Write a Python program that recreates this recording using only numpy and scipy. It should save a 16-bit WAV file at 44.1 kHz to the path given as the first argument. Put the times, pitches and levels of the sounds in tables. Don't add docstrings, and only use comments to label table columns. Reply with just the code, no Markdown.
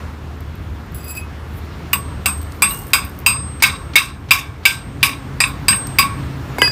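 import sys
import numpy as np
from scipy import signal
from scipy.fft import rfft, irfft, next_fast_len
from scipy.io import wavfile

SR = 44100
rng = np.random.default_rng(int(sys.argv[2]) if len(sys.argv) > 2 else 0)


def master_out(mix):
    frames = np.transpose(np.atleast_2d(mix))
    ceiling = np.clip(frames, -1, 1)
    pcm = np.round(ceiling * 32767).astype(np.int16)
    wavfile.write(sys.argv[1], SR, pcm)


def field_ratio(decibels):
    return 10 ** (np.asarray(decibels, dtype=float) / 20)


N = 295911


def rms_one(x):
    return x / np.sqrt(np.mean(x ** 2) + 1e-20)


def in_time(rows, outside=None):
    s, *columns = np.transpose(rows)
    return [np.interp(np.arange(N) / SR, s, c, outside, outside) for c in columns]


def at_hz(points, hz):
    points = np.array(points)
    return np.interp(np.log(hz), np.log(points[:, 0]), points[:, 1])


def clicks(times, heights):
    out = np.zeros(N)
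    out[np.round(np.asarray(times) * SR).astype(int)] = heights
    return out


def ring(x, hz, t60):
    r, w = field_ratio(-60 / (t60 * SR)), 2 * np.pi * hz / SR
    live = np.flatnonzero(np.abs(x) > 1e-5)
    span = slice(live[0], live[-1] + round(2 * t60 * SR))
    out = np.zeros(len(x))
    out[span] = signal.lfilter([0, np.sin(w)], [1, -2 * r * np.cos(w), r * r], x[span] + 1e-18)
    return out


def smear(x, tau_s, gain=1):
    return signal.lfilter([gain], [1, -np.exp(-1 / (tau_s * SR))], x)


def band(x, low_hz, high_hz):
    sos = signal.butter(2, [low_hz, min(high_hz, .45 * SR)], "band", fs=SR, output="sos")
    return signal.sosfilt(sos, x)


def add(out, s, piece):
    at = round(s * SR)
    out[at:at + len(piece)] += piece[:N - at]


def drift(rate_hz):
    r = np.exp(-80 * np.pi * rate_hz / SR)
    slow = signal.lfilter([1], [1, -2 * r, r * r], rng.standard_normal(N // 40 + 2002))[2000:]
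    return np.interp(np.arange(N) / 40, np.arange(len(slow)), rms_one(slow))


def grit(per_s, spread_db):
    sizes = field_ratio(spread_db * np.minimum(rng.exponential(1, N), 4)) * rng.choice([-1, 1], N)
    return rms_one(sizes * (rng.random(N) < per_s / SR))


# [f/Hz, level/dB per Hz]
WORK_COLOUR = [(290, -57), (500, -30), (893, -18.5), (1110, -12.5), (1480, -15), (2030, -16.5),
               (2200, -6.5), (2680, -2.5), (2930, -18), (3300, -17.5), (3700, -9), (4300, -24.5),
               (4750, -14), (5650, -21), (14200, -25), (16000, -27)]
# [f/Hz, level/dB, t60/s]
WORK_CLEAR = [(1101, -26, 0.34), (1116, -19.5, 0.26), (1569, -23, 0.28), (2202, -32, 0.21),
              (2276, -30.5, 0.34), (2422, -33, 0.34), (1030, -31.5, 0.34), (2730, -28.5, 0.18),
              (3490, -29, 0.228), (3720, -34, .27), (3855, -32, 0.27), (4695, -40, 0.17),
              (5250, -29.5, 0.25), (4950, -27, 0.24), (2364, -35, 0.53)]
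RIDGE_DB, RIDGE_HZ = 3.5, 28.2


def crowded_modes(starts):
    half_s = SR // 2
    bins = np.fft.rfftfreq(half_s, 1 / SR) + 1
    grid, lasting = np.linspace(0, SR / 2, 500), rng.standard_normal(500)
    gathered_db = sum(RIDGE_DB * np.exp(-.5 * ((bins - row[0]) / RIDGE_HZ) ** 2) for row in WORK_CLEAR)
    dense = np.zeros((2, N))
    for s in starts:
        ridges = np.interp(bins, grid, 0.14 * lasting + 0.4 * rng.standard_normal(500))
        colour_db = at_hz(WORK_COLOUR, bins) + 3.74 * ridges + gathered_db - 1.5
        piece = irfft(rfft(rng.standard_normal((2, half_s))) * field_ratio(colour_db), half_s)
        at = round(s * SR) - 100
        dense[:, at:at + half_s] = piece[:, :N - at]
    return dense


# [t/s, peak level/dB, low ring/dB, upper ring/dB, top ring/dB]
BLOWS = [(1.9309, -10, -10, -15, -3), (2.2585, -6.5, -5, -4, -5.5), (2.6213, -3.5, -11.5, -9, -11.5),
         (2.9334, -0.5, -13.5, -8.5, -6), (3.2625, -4, -11.5, -4, -12.5), (3.6231, 1, -13, -3.5, -9),
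         (3.9563, 1.5, -19, -4, -8), (4.3082, 1, -16.5, -3.5, -5.5), (4.6533, 0, -16.5, -2, -4),
         (5.0289, 0.5, -17, -5.5, -7), (5.4035, -3.5, -11, -5, -15), (5.683, -3.5, -11.5, -3.5, -11.5),
         (5.986, -3.5, -9, -3, -5)]
# [t/s, peak level/dB, ring f/Hz, ring level/dB]
BOUNCES = [(1.9337, -4.5, 2826, -3), (1.956, -15, 987, -5), (2.634, -3.5, 2590, -7), (3.6383, 0, 2580, -11),
           (5.4167, -9, 2410, 1), (5.439, -2, 2590, -4.5), (5.7275, -9, 2340, -9), (5.728, -17, 1820, 3.5),
           (5.729, -18, 2940, 2), (5.707, -20, 1593, 3), (6.025, -4, 2260, -8)]
# [f/Hz, t60/s]
WORK_T60 = [(600, 0.39), (1100, 0.51), (2400, 0.22), (4000, 0.31), (7000, 0.26), (15000, 0.18)]
FULL_RING_DB, SHORTER_PER_DB, REBOUND_RING = -3, 0.06, 0.163
CUSHION_DB_PER_DB = 1.3
RATTLE_DB, RATTLE_HZ = 2.5, 32


def dense_ring():
    dense = crowded_modes([row[0] for row in BLOWS])
    rows = [row + (1 - SHORTER_PER_DB * max(FULL_RING_DB - row[1], 0),) for row in BLOWS]
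    rows += [(row[0], row[1] - 4, -13, -15, -20, REBOUND_RING) for row in BOUNCES]
    t, out = np.arange(SR * 3 // 10) / SR, np.zeros(N)
    first = int(BLOWS[0][0] * SR) - 200
    edges = np.geomspace(500, 16000, 25)
    seating = rng.standard_normal((len(rows), len(edges)))
    rattle = [field_ratio(RATTLE_DB * drift(RATTLE_HZ))[first:] for count in range(3)]
    rise = 1 - np.exp(-t / 0.00046)
    early = 1.44 * np.exp(-t / 0.0074)
    for k, (low, high) in enumerate(zip(edges, edges[1:])):
        hz, fade = np.sqrt(low * high), np.zeros(N)
        for (s, db, low_db, upper_db, top_db, factor), chance in zip(rows, seating[:, k]):
            lightness_db = min(db - FULL_RING_DB, 0)
            colour_db = at_hz([(700, low_db + 8.5), (1050, low_db + 12.0), (1300, low_db + 12.0),
                               (2100, CUSHION_DB_PER_DB * lightness_db), (2900, 0),
                               (4000, upper_db + 3.5), (10000, top_db + 9.0)], hz)
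            tail = np.exp(-np.log(1000) / (factor * at_hz(WORK_T60, hz)) * t)
            decay = field_ratio(lightness_db) * tail + early
            add(fade, s, field_ratio(db + colour_db + 2.16 * chance) * rise * decay)
        noise = band(dense[k % 2, first:], low, high)
        out[first:] += field_ratio(7.5) * fade[first:] * rattle[k // 8] * noise
    return out


# [lowest modes/dB, second/dB, middle cluster/dB, upper/dB, top/dB]
LYING = [(0, -7, -9, -1, -4), (-3, -7, -10, -8, -11), (0, -16, -9, -2, -4), (2, -4.5, -8, -13, 7),
         (-11, -14, -9, -3, -6), (-9, 4, 1.5, -4, 2), (-5.5, -0.5, 0.5, -5, 5), (-3.5, -3, 2, 1.5, -8),
         (-11, 8.5, -4.5, -2, 5), (-2, -7, 4, 1, -2.5), (8.5, 1, -4, -3, 8), (0, 6, 0, -3, 3),
         (10, -1, 9, -6, 4)]
SEATED_BY = [0, 0, 1, 2, 2, 2, 0, 3, 3, 3, 3, 4, 4, 4, 2]
SLOW_RISE_S = 0.011
LINGER_DB, LINGER_TIMES = -14, 2.24


def clear_ring():
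    s, db = np.transpose(BLOWS)[:2]
    out = np.zeros(N)
    chatter = smear(clicks(s, field_ratio(db)), 0.01) * grit(1500, 4.3)
    under_blow = np.maximum(np.searchsorted(s, np.arange(N) / SR + .001) - 1, 0)
    for k, (hz, level_db, t60) in enumerate(WORK_CLEAR):
        lying = field_ratio(np.transpose(LYING)[SEATED_BY[k]][under_blow])
        chance_db = (k > 2) * rng.normal(0, 1.3, len(s))
        struck = lying * clicks(s, field_ratio(db + level_db + chance_db))
        out += ring(struck + lying * field_ratio(level_db - 28.0) * chatter, hz, t60)
        if hz < 1800:
            out -= ring(struck, hz, np.log(1000) * SLOW_RISE_S)
        if k < 6:
            out += ring(lying * field_ratio(level_db - 22.0 + LINGER_DB) * chatter, hz, LINGER_TIMES * t60)
    return out


# [level/dB, lower f/Hz, upper f/Hz, upper minus lower/dB]
CLANKS = [(-15.5, 1980, 2600, 7), (-16.5, 750, 2740, 14), (-14.5, 3500, 2400, 19), (-13, 3700, 3200, 7),
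          (4, 2690, 3100, -14), (3, 2220, 920, -13), (4, 2200, 2200, -1), (-13.5, 3100, 2200, -2),
          (7.5, 2290, 2760, -7), (-22, 1600, 1700, -6), (-4, 1900, 2500, -6), (-9, 3200, 3900, 2),
          (3.5, 2280, 2546, -4.5)]
# [t/s, level/dB, f/Hz, t60/s]
LOOSE_PIECE = [(2.707, -28, 2832, .36), (2.706, -24, 4000, .05), (3.266, -29, 5050, .5),
               (2.708, -27, 14080, .12), (2.706, -31, 9600, .08)]
CLANK_T60_S, BOUNCE_T60_S = 0.069, 0.047
CRACK_DB, CRACK_S = -11, 0.0057


def clanks():
    t, blow_s = np.arange(SR * 3 // 10) / SR, [row[0] for row in BLOWS]
    crack = smear(clicks(blow_s, field_ratio(CRACK_DB)), CRACK_S) * rng.standard_normal(N)
    out = band(band(crack, 950, 8700), 950, 8700)
    rise = 1 - np.exp(-t / 0.00046)
    for s, (db, lower_hz, upper_hz, upper_db) in zip(blow_s, CLANKS):
        pair = np.sin(2 * np.pi * lower_hz * t) + field_ratio(upper_db) * np.sin(2 * np.pi * upper_hz * t)
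        add(out, s, field_ratio(db - 7.0 - 60 * t / CLANK_T60_S) * rise * pair)
    for s, db, hz, t60 in LOOSE_PIECE:
        out += ring(clicks([s], field_ratio(db)), hz, t60)
    for s, db, hz, ring_db in BOUNCES:
        out += ring(clicks([s], field_ratio(db + ring_db)), hz, BOUNCE_T60_S)
    return out


def work():
    return dense_ring() + clear_ring() + clanks()


BAR_HZ = [2548, 2611, 4846, 4969, 5050, 7709, 10165, 11005, 11345, 14635, 15230, 8374]
# [held level/dB, held t60/s, free level/dB, free t60/s, column of BAR_BLOWS (integer part)]
BAR_MODES = [(-9, 0.28, 2.2, 0.93, 2.5), (-19, .1, -7, 0.31, -2), (-1, 0.23, 2, 0.44, 1.5),
             (-10.5, 0.1, -5, .2, 2.5), (-18, 0.23, -15, 0.33, 3), (-0.5, 0.2, -1, 0.16, 3),
             (-15, 0.038, -24, .05, 3.5), (-3, 0.19, -4, 0.14, 3.6), (-8, 0.18, -13, .2, 3.5),
             (-4, 0.091, -14, .15, 4), (-30, .07, -14, .1, 4), (-19, 0.77, -22, .9, -1)]
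# [end-to-end/dB, 4846 Hz bend/dB, 2548 and 4969 Hz/dB, 2611 Hz and 5050-11345
# Hz/dB, 14635 and 15230 Hz and held end-to-end/dB]
BAR_BLOWS = [(-33.5, -27, -37, -24.5, -11.5), (-23, -29.5, -14, -23.5, -17), (-17, -20.5, -32, -15.5, -16),
             (-23.5, -14.5, -14, -18.5, -27), (-20, -15, -13.5, -24.5, -14.5), (-28, -17, -26, -37, -29),
             (-28, -17.5, -30, -25, -22), (-35, -13, -34, -21, -19), (-31.5, -19, -19, -42, -22),
             (-37, -21, -34, -25, -18), (-21, -14, -16, -22.5, -30), (-15.5, -9.5, -39, -21, -21),
             (-31, -9.5, -13, -19.5, -9.5)]
GRIP_T60_S = [0.62, 0.46, 0.44, 0.33, 0.81, 0.65, 0.42, 0.43, 0.66, 0.6, 0.27, 0.63, 0.6]
# [t after blow/s, extra loss/dB per s]
CHOKES = [(0.0079, 250), (0.04, 100), (0.027, 200), (0.013, 100), (0.23, 60), (.04, 150), (.04, 150),
          (0.016, 151), (0.037, 150), (.04, 150), (0.081, 150), (0.018, 500), (0.038, 365)]
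# [t/s, level/dB, mode f/Hz]
NUDGES = [(3.265, -25, 5200), (3.266, -28, 14000), (3.29, -25, 12000), (3.267, -25, 6850),
          (5.437, -26, 10000), (5.472, -34, 14635), (5.708, -26, 14635), (5.758, -34, 14800),
          (1.082, -37, 15230), (1.082, -42, 9550), (1.152, -37, 13600), (1.175, -32, 11000),
          (5.406, -17, 7350), (5.76, -27, 11005), (2.295, -32, 14635)]
USUAL_GRIP_S = 0.63
END_RING_DB, NUDGE_T60_S = 1.5, 0.15


def struck_bar():
    out, t = np.zeros(N), np.arange(SR * 2 // 5) / SR
    blow_s = [row[0] for row in BLOWS]
    for hz, (held_db, held_t60, _, _, column) in zip(BAR_HZ, BAR_MODES):
        grip_tightens = 1 + 1.07 * np.exp(-t / 0.024)
        wave = np.sin(2 * np.pi * hz * t) * grip_tightens
        for s, blow, grip_s, (touch_s, loss) in zip(blow_s, BAR_BLOWS, GRIP_T60_S, CHOKES):
            decay_db = 60 * t / held_t60 * np.sqrt(USUAL_GRIP_S / grip_s)
            choke_db = np.clip(loss * (t - touch_s), 0, 22)
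            add(out, s, field_ratio(blow[int(column)] + held_db - decay_db - choke_db) * wave)
    for s, blow, t60, end in zip(blow_s, BAR_BLOWS, GRIP_T60_S, blow_s[1:] + [N / SR]):
        t = np.arange(round(min(end - s, .6) * SR)) / SR
        fade = field_ratio(blow[0] + END_RING_DB - 60 * t / t60) * (1 + 1.4 * np.exp(-t / 0.062))
        add(out, s, fade * np.sin(2 * np.pi * BAR_HZ[-1] * t))
    for s, db, hz in NUDGES:
        out += ring(clicks([s], field_ratio(db)), hz, NUDGE_T60_S)
    return out


# [t/s, pressure level/dB, favoured bend f/Hz]
DRAG = [(.9, -86, 11000), (.95, -48, 11100), (1.02, -46, 5000), (1.1, -33, 7000), (1.135, -47, 4970),
        (1.17, -27, 3000), (1.21, -41, 2580), (1.27, -79, 2500)]
# [t/s, peak level/dB, favoured bend f/Hz]
DRAG_KNOCKS = [(0.946, -22, 13000), (0.9841, -32, 14600), (1.006, -34, 4900), (1.03, -33, 14000),
               (1.0415, -28, 14000), (1.048, -28, 11000), (1.08, -22, 13000), (1.093, -32, 7700),
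               (1.108, -23, 8000), (1.161, -34, 4000), (1.151, -24, 11000), (1.1714, -20, 8050)]
DRAG_BENDS_DB = [8.5, -7, -2, -8, 3, -2.5, -8, 1.5, -4, 3, 0, 2]
DRAG_DB_PER_OCTAVE, KNOCK_DB_PER_OCTAVE = 6.5, 13
KNOCK_BODY_DB, SAND_DB, SAND_FOLLOWS = -10.5, -49, 0.7
LIFT_S, LIFT_DB_PER_S = 1.195, 500


def dragged_bar():
    out, dragged = np.zeros(N), slice(0, 2 * SR)
    pressure_db = in_time(DRAG, -120)[0]
    favoured_hz = in_time(DRAG)[1][dragged]
    knock_s, knock_db, knock_hz = np.transpose(DRAG_KNOCKS)
    knocks = clicks(knock_s, field_ratio(knock_db))
    sand = [grit(2450, 4.2), grit(1400, 3.7)]
    since_lift_s = np.clip(np.arange(N)[dragged] / SR - LIFT_S, 0, .2)
    for k, (hz, (held_db, held_t60, *_)) in enumerate(zip(BAR_HZ, BAR_MODES)):
        lifted = field_ratio(-LIFT_DB_PER_S * (hz / 8000) ** 2 * since_lift_s)
        rub_db = pressure_db[dragged] - 0.5 - DRAG_DB_PER_OCTAVE * np.abs(np.log2(hz / favoured_hz))
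        hit_db = knock_db + 14.0 - KNOCK_DB_PER_OCTAVE * np.abs(np.log2(hz / knock_hz))
        rubbed = field_ratio(rub_db + held_db) * sand[k % 2][dragged]
        struck = field_ratio(held_db) * clicks(knock_s, field_ratio(hit_db))[dragged]
        t60 = min(held_t60, 0.11 + 0.16 * (k == 0))
        out[dragged] += 0.081 * lifted * field_ratio(DRAG_BENDS_DB[k]) * ring(rubbed + struck, hz, t60)
    rattle = smear(knocks, 0.0035) * rng.standard_normal(N)
    hiss = field_ratio(SAND_DB + SAND_FOLLOWS * (pressure_db + 39)) * (pressure_db > -100) * grit(900, 3.7)
    out += band(hiss, 10400, 17000) + band(2.5 * knocks + 0.59 * rattle, 11000, 18000)
    return out + field_ratio(KNOCK_BODY_DB) * band(knocks + rattle, 2500, 8700)


# [t/s, thud/dB, bar ring/dB, grit/dB, hardness/dB per octave]
DROP = [
    (6.584, -8.5, -30.5, -20, -4),
    (6.618, 4.5, -18.5, -15, -0.5),
    (6.643, -24, -22.5, -40, 2),
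    (6.675, -18, -31, -23, -9),
]
FREE_RISE_S = 0.011
SETTLE_S, SETTLE_DB = 6.682, -4.5


def free_bar():
    out, rows = np.zeros(N), np.array(DROP)
    resting = field_ratio(SETTLE_DB * np.clip((np.arange(N) / SR - SETTLE_S) / 0.0073, 0, 1))
    for hz, (_, _, free_db, free_t60, _) in zip(BAR_HZ, BAR_MODES):
        landing = clicks(rows[:, 0], field_ratio(rows[:, 2] + free_db + rng.normal(0, 5.0, len(rows))))
        out += resting * (ring(landing, hz, free_t60) - ring(landing, hz, np.log(1000) * FREE_RISE_S))
    return out


def bar():
    return struck_bar() + dragged_bar() + free_bar()


# [t/s, peak level/dB, ring f/Hz]
CHIPS = [(0.406, -27, 14000), (0.5535, -31, 14350), (0.8624, -41, 13500), (0.9203, -36, 14300),
         (2.3274, -26, 14400), (2.373, -33, 13800), (2.379, -30, 13500), (2.386, -36, 14000),
         (2.394, -37, 13500), (2.4654, -40, 14400), (2.5063, -38, 14000), (2.72, -22, 15200),
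         (2.8366, -30, 14100), (2.4149, -25, 16000), (2.4289, -24, 15200), (2.521, -25, 10400),
         (2.5364, -37.5, 11700), (2.5621, -37, 14200), (2.6955, -18, 13500), (2.745, -19, 14100),
         (2.7706, -25.5, 11700), (2.79, -21, 14400), (2.8185, -31, 10500), (2.8689, -22, 14000),
         (2.8794, -27, 13500), (3.0483, -28, 14100), (3.0949, -26, 13900), (3.1888, -19.5, 16400),
         (3.201, -28, 14400), (3.636, -6.5, 14600), (3.7994, -47, 14300), (5.87, -19, 14200)]
# [t/s, extra level/dB]
CHUNKY = [(2.4149, 7), (2.521, 9), (2.6955, 4), (2.745, 6), (3.636, 17), (5.87, 9)]
# [t/s, level/dB]
FLAKE_HITS = [(2.3274, -40), (2.6955, -28), (2.7706, -40), (2.7896, -41), (2.8794, -42), (2.936, -22),
              (3.0483, -36), (3.636, -20)]
# [f/Hz, level/dB, t60/s]
FLAKES = [(9600, -3, 0.049), (11700, -3, 0.035), (12100, -11, .04), (13500, -9, .03), (14080, -5, 0.066),
          (15000, -2, .02)]
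# [t/s, level/dB, decay/s]
PUFFS = [(3.601, -25.5, 0.013), (3.935, -22.5, 0.01), (4.287, -28.5, 0.023), (4.634, -32, .015),
         (5.007, -32, .012), (6.55, -48, .03)]
CHIP_T60_S, CHIP_RING_DB, CHIP_BODY_DB = .022, -11, -10.5
FLAKE_SPREAD_DB = 0.5


def chips():
    out, t = np.zeros(N), np.arange(SR // 10) / SR
    for s, db, hz in CHIPS:
        snap = rng.standard_normal(len(t)) * np.exp(-t / 0.0022)
        partials = [(0.88, 0.78), (1.0, 0.51), (0.12, 0.29)]
        rings = sum(g * np.sin(2 * np.pi * hz * k * t) for k, g in partials)
        body_db = CHIP_BODY_DB + sum(extra for at, extra in CHUNKY if abs(at - s) < .005)
        chip = field_ratio(CHIP_RING_DB - 60 * t / CHIP_T60_S) * rings
        chip += 0.49 * band(snap, 8500, 17700) + field_ratio(body_db) * band(snap, 4300, 10800)
        add(out, s, field_ratio(db) * chip)
    s, db = np.transpose(FLAKE_HITS)
    chance = rng.standard_normal((len(s), len(FLAKES)))
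    for k, (hz, flake_db, t60) in enumerate(FLAKES):
        out += ring(clicks(s, field_ratio(db + flake_db + FLAKE_SPREAD_DB * chance[:, k])), hz, 1.7 * t60)
    for s, db, decay_s in PUFFS:
        add(out, s, field_ratio(db) * band(rng.standard_normal(len(t)), 1200, 4400) * np.exp(-t / decay_s))
    crumbs = np.zeros(N)
    for s, db, _, _, top_db in BLOWS:
        add(crumbs, s, field_ratio(db + top_db - 21.0) * np.exp(-np.arange(SR // 3) / SR / 0.04))
    return out + band(crumbs * grit(700, 3.7), 6000, 15500)


# [t/s, level/dB]
SHOWER = [
    [(2.31, -60), (2.456, -62), (2.6, -58)],
    [(2.68, -38), (2.806, -43), (2.854, -51), (2.92, -49)],
    [(3.0, -57), (3.22, -60)],
]


def shower():
    fall = sum(field_ratio(in_time(rows, -120)[0]) for rows in SHOWER) * grit(1200, 3.5)
    dealt = rng.integers(0, len(FLAKES), N)
    rings = sum(field_ratio(db) * ring(fall * (dealt == k), hz, t60) for k, (hz, db, t60) in enumerate(FLAKES))
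    return 0.12 * rings + 1.8 * band(fall, 5400, 15600)


# [f/Hz, level/dB, t60/s]
BRICK = [(383, -6, 0.046), (470, 0, 0.025), (820, 12, 0.0062), (1220, 6, 0.008), (1520, 6.5, 0.007),
         (3000, 1, 0.016), (3400, -9, 0.034)]
# [t/s, f/Hz, level/dB, t60/s]
IRON = [(6.585, 2170, -21.5, 0.23), (6.588, 968, -24, 0.16), (6.619, 974, -13.5, 0.077),
        (6.62, 1627, -3.5, 0.066), (6.62, 2010, -7, 0.1), (6.645, 960, -18, 0.044),
        (6.677, 1710, -14, 0.054), (6.676, 1100, -19, 0.026), (6.619, 4480, -30, 0.37),
        (6.677, 3430, -27, .05), (6.62, 11000, -31, 0.16)]


def drop():
    s, thud_db, _, grit_db, hard_db = np.transpose(DROP)
    thuds = np.zeros(N)
    for k, (hz, db, t60) in enumerate(BRICK):
        hit_db = thud_db + db - 8.0 + hard_db * np.log2(hz / 800) + rng.normal(0, 3.9, len(s))
        thuds += (-1) ** k * ring(clicks(s, field_ratio(hit_db)), hz, t60)
    landings = clicks(s, field_ratio(grit_db))
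    puff = smear(landings, 0.0045, 0.46) + smear(landings, 0.022, 0.22)
    iron = sum(ring(clicks([at], field_ratio(db)), hz, t60) for at, hz, db, t60 in IRON)
    return iron + band(thuds, 230, 3000) + puff * band(rng.standard_normal(N), 500, 15500)


# [t/s, level/dB]
THUMPS = [(1.949, -29), (2.271, -28), (2.64, -26.5), (3.273, -29.5), (3.641, -30), (5.7, -23.5),
          (5.999, -29.5)]
THUMP_HZ, THUMP_T60_S, THUMP_RISE_S = 201.2, 0.4, 0.0038


def thumps():
    t, out = np.arange(SR // 3) / SR, np.zeros(N)
    wave = (1 - np.exp(-t / THUMP_RISE_S)) * np.sin(2 * np.pi * THUMP_HZ * t)
    for s, db in THUMPS:
        add(out, s, field_ratio(db - 60 * t / THUMP_T60_S) * wave)
    return out


# [t/s, level/dB]
RUSTLE = [(1.47, -69), (1.586, -46), (1.62, -72), (1.66, -56)]


def rustle():
    cloth = band(rng.standard_normal(N) + .5 * grit(2930, 4), 9800, 16600)
    return field_ratio(in_time(RUSTLE, -120)[0]) * rms_one(cloth)


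def walls(x):
    echoes = clicks(rng.uniform(.006, .07, 14), rng.choice([-1, 1], 14) * 0.08)[:SR // 10]
    echoes *= np.exp(-np.arange(len(echoes)) / SR / 0.052)
    return band(signal.fftconvolve(x, echoes)[:N], 310, 19000)


# [t/s, level/dB]
YARD_LEVEL = [(0, 4), (.2, -1), (1.3, 0.5), (1.9, 2.5), (2.8, 1), (3.4, -0.5), (3.86, 1), (4.07, -3.5),
              (4.6, -3), (4.95, -0.5), (5.6, 3), (6.0, 6), (6.4, 4), (6.71, 8)]
# [f/Hz, level/dB per Hz]
YARD_COLOUR = [(15, -65), (25, -42), (43, -3), (59, -3), (80, 0.5), (200, -12), (277, -13), (309, -16),
               (354, -15.5), (516, -22.5), (659, -23), (1130, -22), (4870, -39.5), (14400, -54.5),
               (16000, -51.5)]
RUMBLE_FOLLOWS, DRONE_FOLLOWS, HISS_FOLLOWS, RUMBLE_GUST_DB = 0.51, 0.82, 1, 2


def yard():
    yard_db, = in_time(YARD_LEVEL)
    rumble_db = RUMBLE_FOLLOWS * yard_db + RUMBLE_GUST_DB * drift(5.7)
    out, edges = np.zeros(N), 22 * 2 ** np.arange(0, 9.7, 1 / 3)
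    white = rng.standard_normal((2, N))
    for k, (low, high) in enumerate(zip(edges, edges[1:])):
        hz = np.sqrt(low * high)
        drone = at_hz([(120, 0), (400, 1), (1500, 1), (6000, 0)], hz)
        hiss = at_hz([(1500, 0), (6000, 1)], hz)
        swell_db = (1 - drone - hiss) * rumble_db
        swell_db = swell_db + (drone * DRONE_FOLLOWS + hiss * HISS_FOLLOWS) * yard_db
        level_db = at_hz(YARD_COLOUR, hz) + swell_db + 1.0 * drift(8.7)
        out += field_ratio(level_db) * band(white[k % 2], low, high)
    return field_ratio(-29.5) * rms_one(out)


# [f/Hz, width/Hz]
HUM_LINES = [(76, 4.7), (134, 6.1), (280, 11.8)]
# [t/s, level/dB]
FIRST_ENGINE = [(0, -32), (2.3, -30), (2.9, -36.5), (3.9, -36), (4.9, -48.5), (5.9, -41), (6.22, -30),
                (6.71, -57)]
# [t/s, level/dB]
SECOND_ENGINE = [(0, -40), (1.3, -64), (2.0, -34.5), (3.0, -40), (3.94, -36), (4.8, -43), (4.97, -26),
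                 (5.17, -34), (5.48, -29), (5.9, -31.5), (6.22, -26), (6.71, -28)]
IDLE_STEADY, IDLE_WANDER_HZ = 0.81, 1


def engines():
    first_db, = in_time(FIRST_ENGINE)
    second_db, = in_time(SECOND_ENGINE)
    out = np.zeros(N)
    for (hz, width_hz), db in zip(HUM_LINES, [first_db, second_db, second_db - 6.5]):
        wavering = rms_one(ring(rng.standard_normal(N), hz, 1.76 / width_hz))
        out += field_ratio(db - 2.0) * (1 - IDLE_STEADY * (hz < 100)) * wavering
    turns = np.cumsum(HUM_LINES[0][0] + IDLE_WANDER_HZ * drift(1.0)) / SR
    return out + field_ratio(first_db + 4.5) * IDLE_STEADY * np.sin(2 * np.pi * turns)


def scene():
    near = work() + bar() + chips() + shower() + drop() + thumps()
    return (near + walls(near) + rustle() + yard() + engines())[None]


# [f/Hz, width/Hz, level/dB]
MIC = [(6030, 1800, -2.5), (10500, 160, -8), (13000, 460, 0.5), (14200, 410, 4.5)]
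# [t/s, share 0-1]
THINNED = [(3.3, 0), (3.35, .85), (3.41, .99), (3.47, .99), (3.55, .9), (3.57, 0), (5.76, 0), (5.8, .95),
           (5.858, .95), (5.865, 0)]
# [f/Hz, share 0-1]
THINNED_HZ = [(6800, 0), (7300, .8), (7600, .8), (7710, .2), (7820, 1), (8050, 1), (8250, 0), (8500, 0),
              (8700, 1), (11000, 1), (11600, 0)]
# [f/Hz, share 0-1]
THINNED_LAST_HZ = [(11000, 0), (11600, 1), (12600, 1), (13400, 0)]


def shape_top(dry):
    size = next_fast_len(N)
    bins = np.fft.rfftfreq(size, 1 / SR)
    port_db = sum(db * np.exp(-.5 * ((bins - hz) / width_hz) ** 2) for hz, width_hz, db in MIC)
    heard = rfft(dry, size) * field_ratio(port_db)
    around = irfft(heard * np.interp(bins, *np.transpose(THINNED_HZ)), size)[:, :N]
    above = irfft(heard * np.interp(bins, *np.transpose(THINNED_LAST_HZ)), size)[:, :N]
    share = in_time(THINNED, 0)[0]
    return irfft(heard, size)[:, :N] - share * around - share ** 10 * above


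def top_cut(x):
    return signal.sosfilt(signal.butter(12, 16460, fs=SR, output="sos"), x)


def record(dry):
    x = shape_top(dry)
    x = signal.sosfilt(signal.butter(2, 38, "high", fs=SR, output="sos"), x)
    x = signal.sosfilt(signal.cheby1(8, 1, 15250, fs=SR, output="sos"), x)
    knee = 5.0
    x = x / (1 + np.abs(x) ** knee) ** (1 / knee)
    x = signal.sosfilt(signal.butter(6, 16600, fs=SR, output="sos"), x)
    return top_cut(np.clip(1.091 * x, -1, 1))


dry = scene()
out = record(dry)
master_out(out)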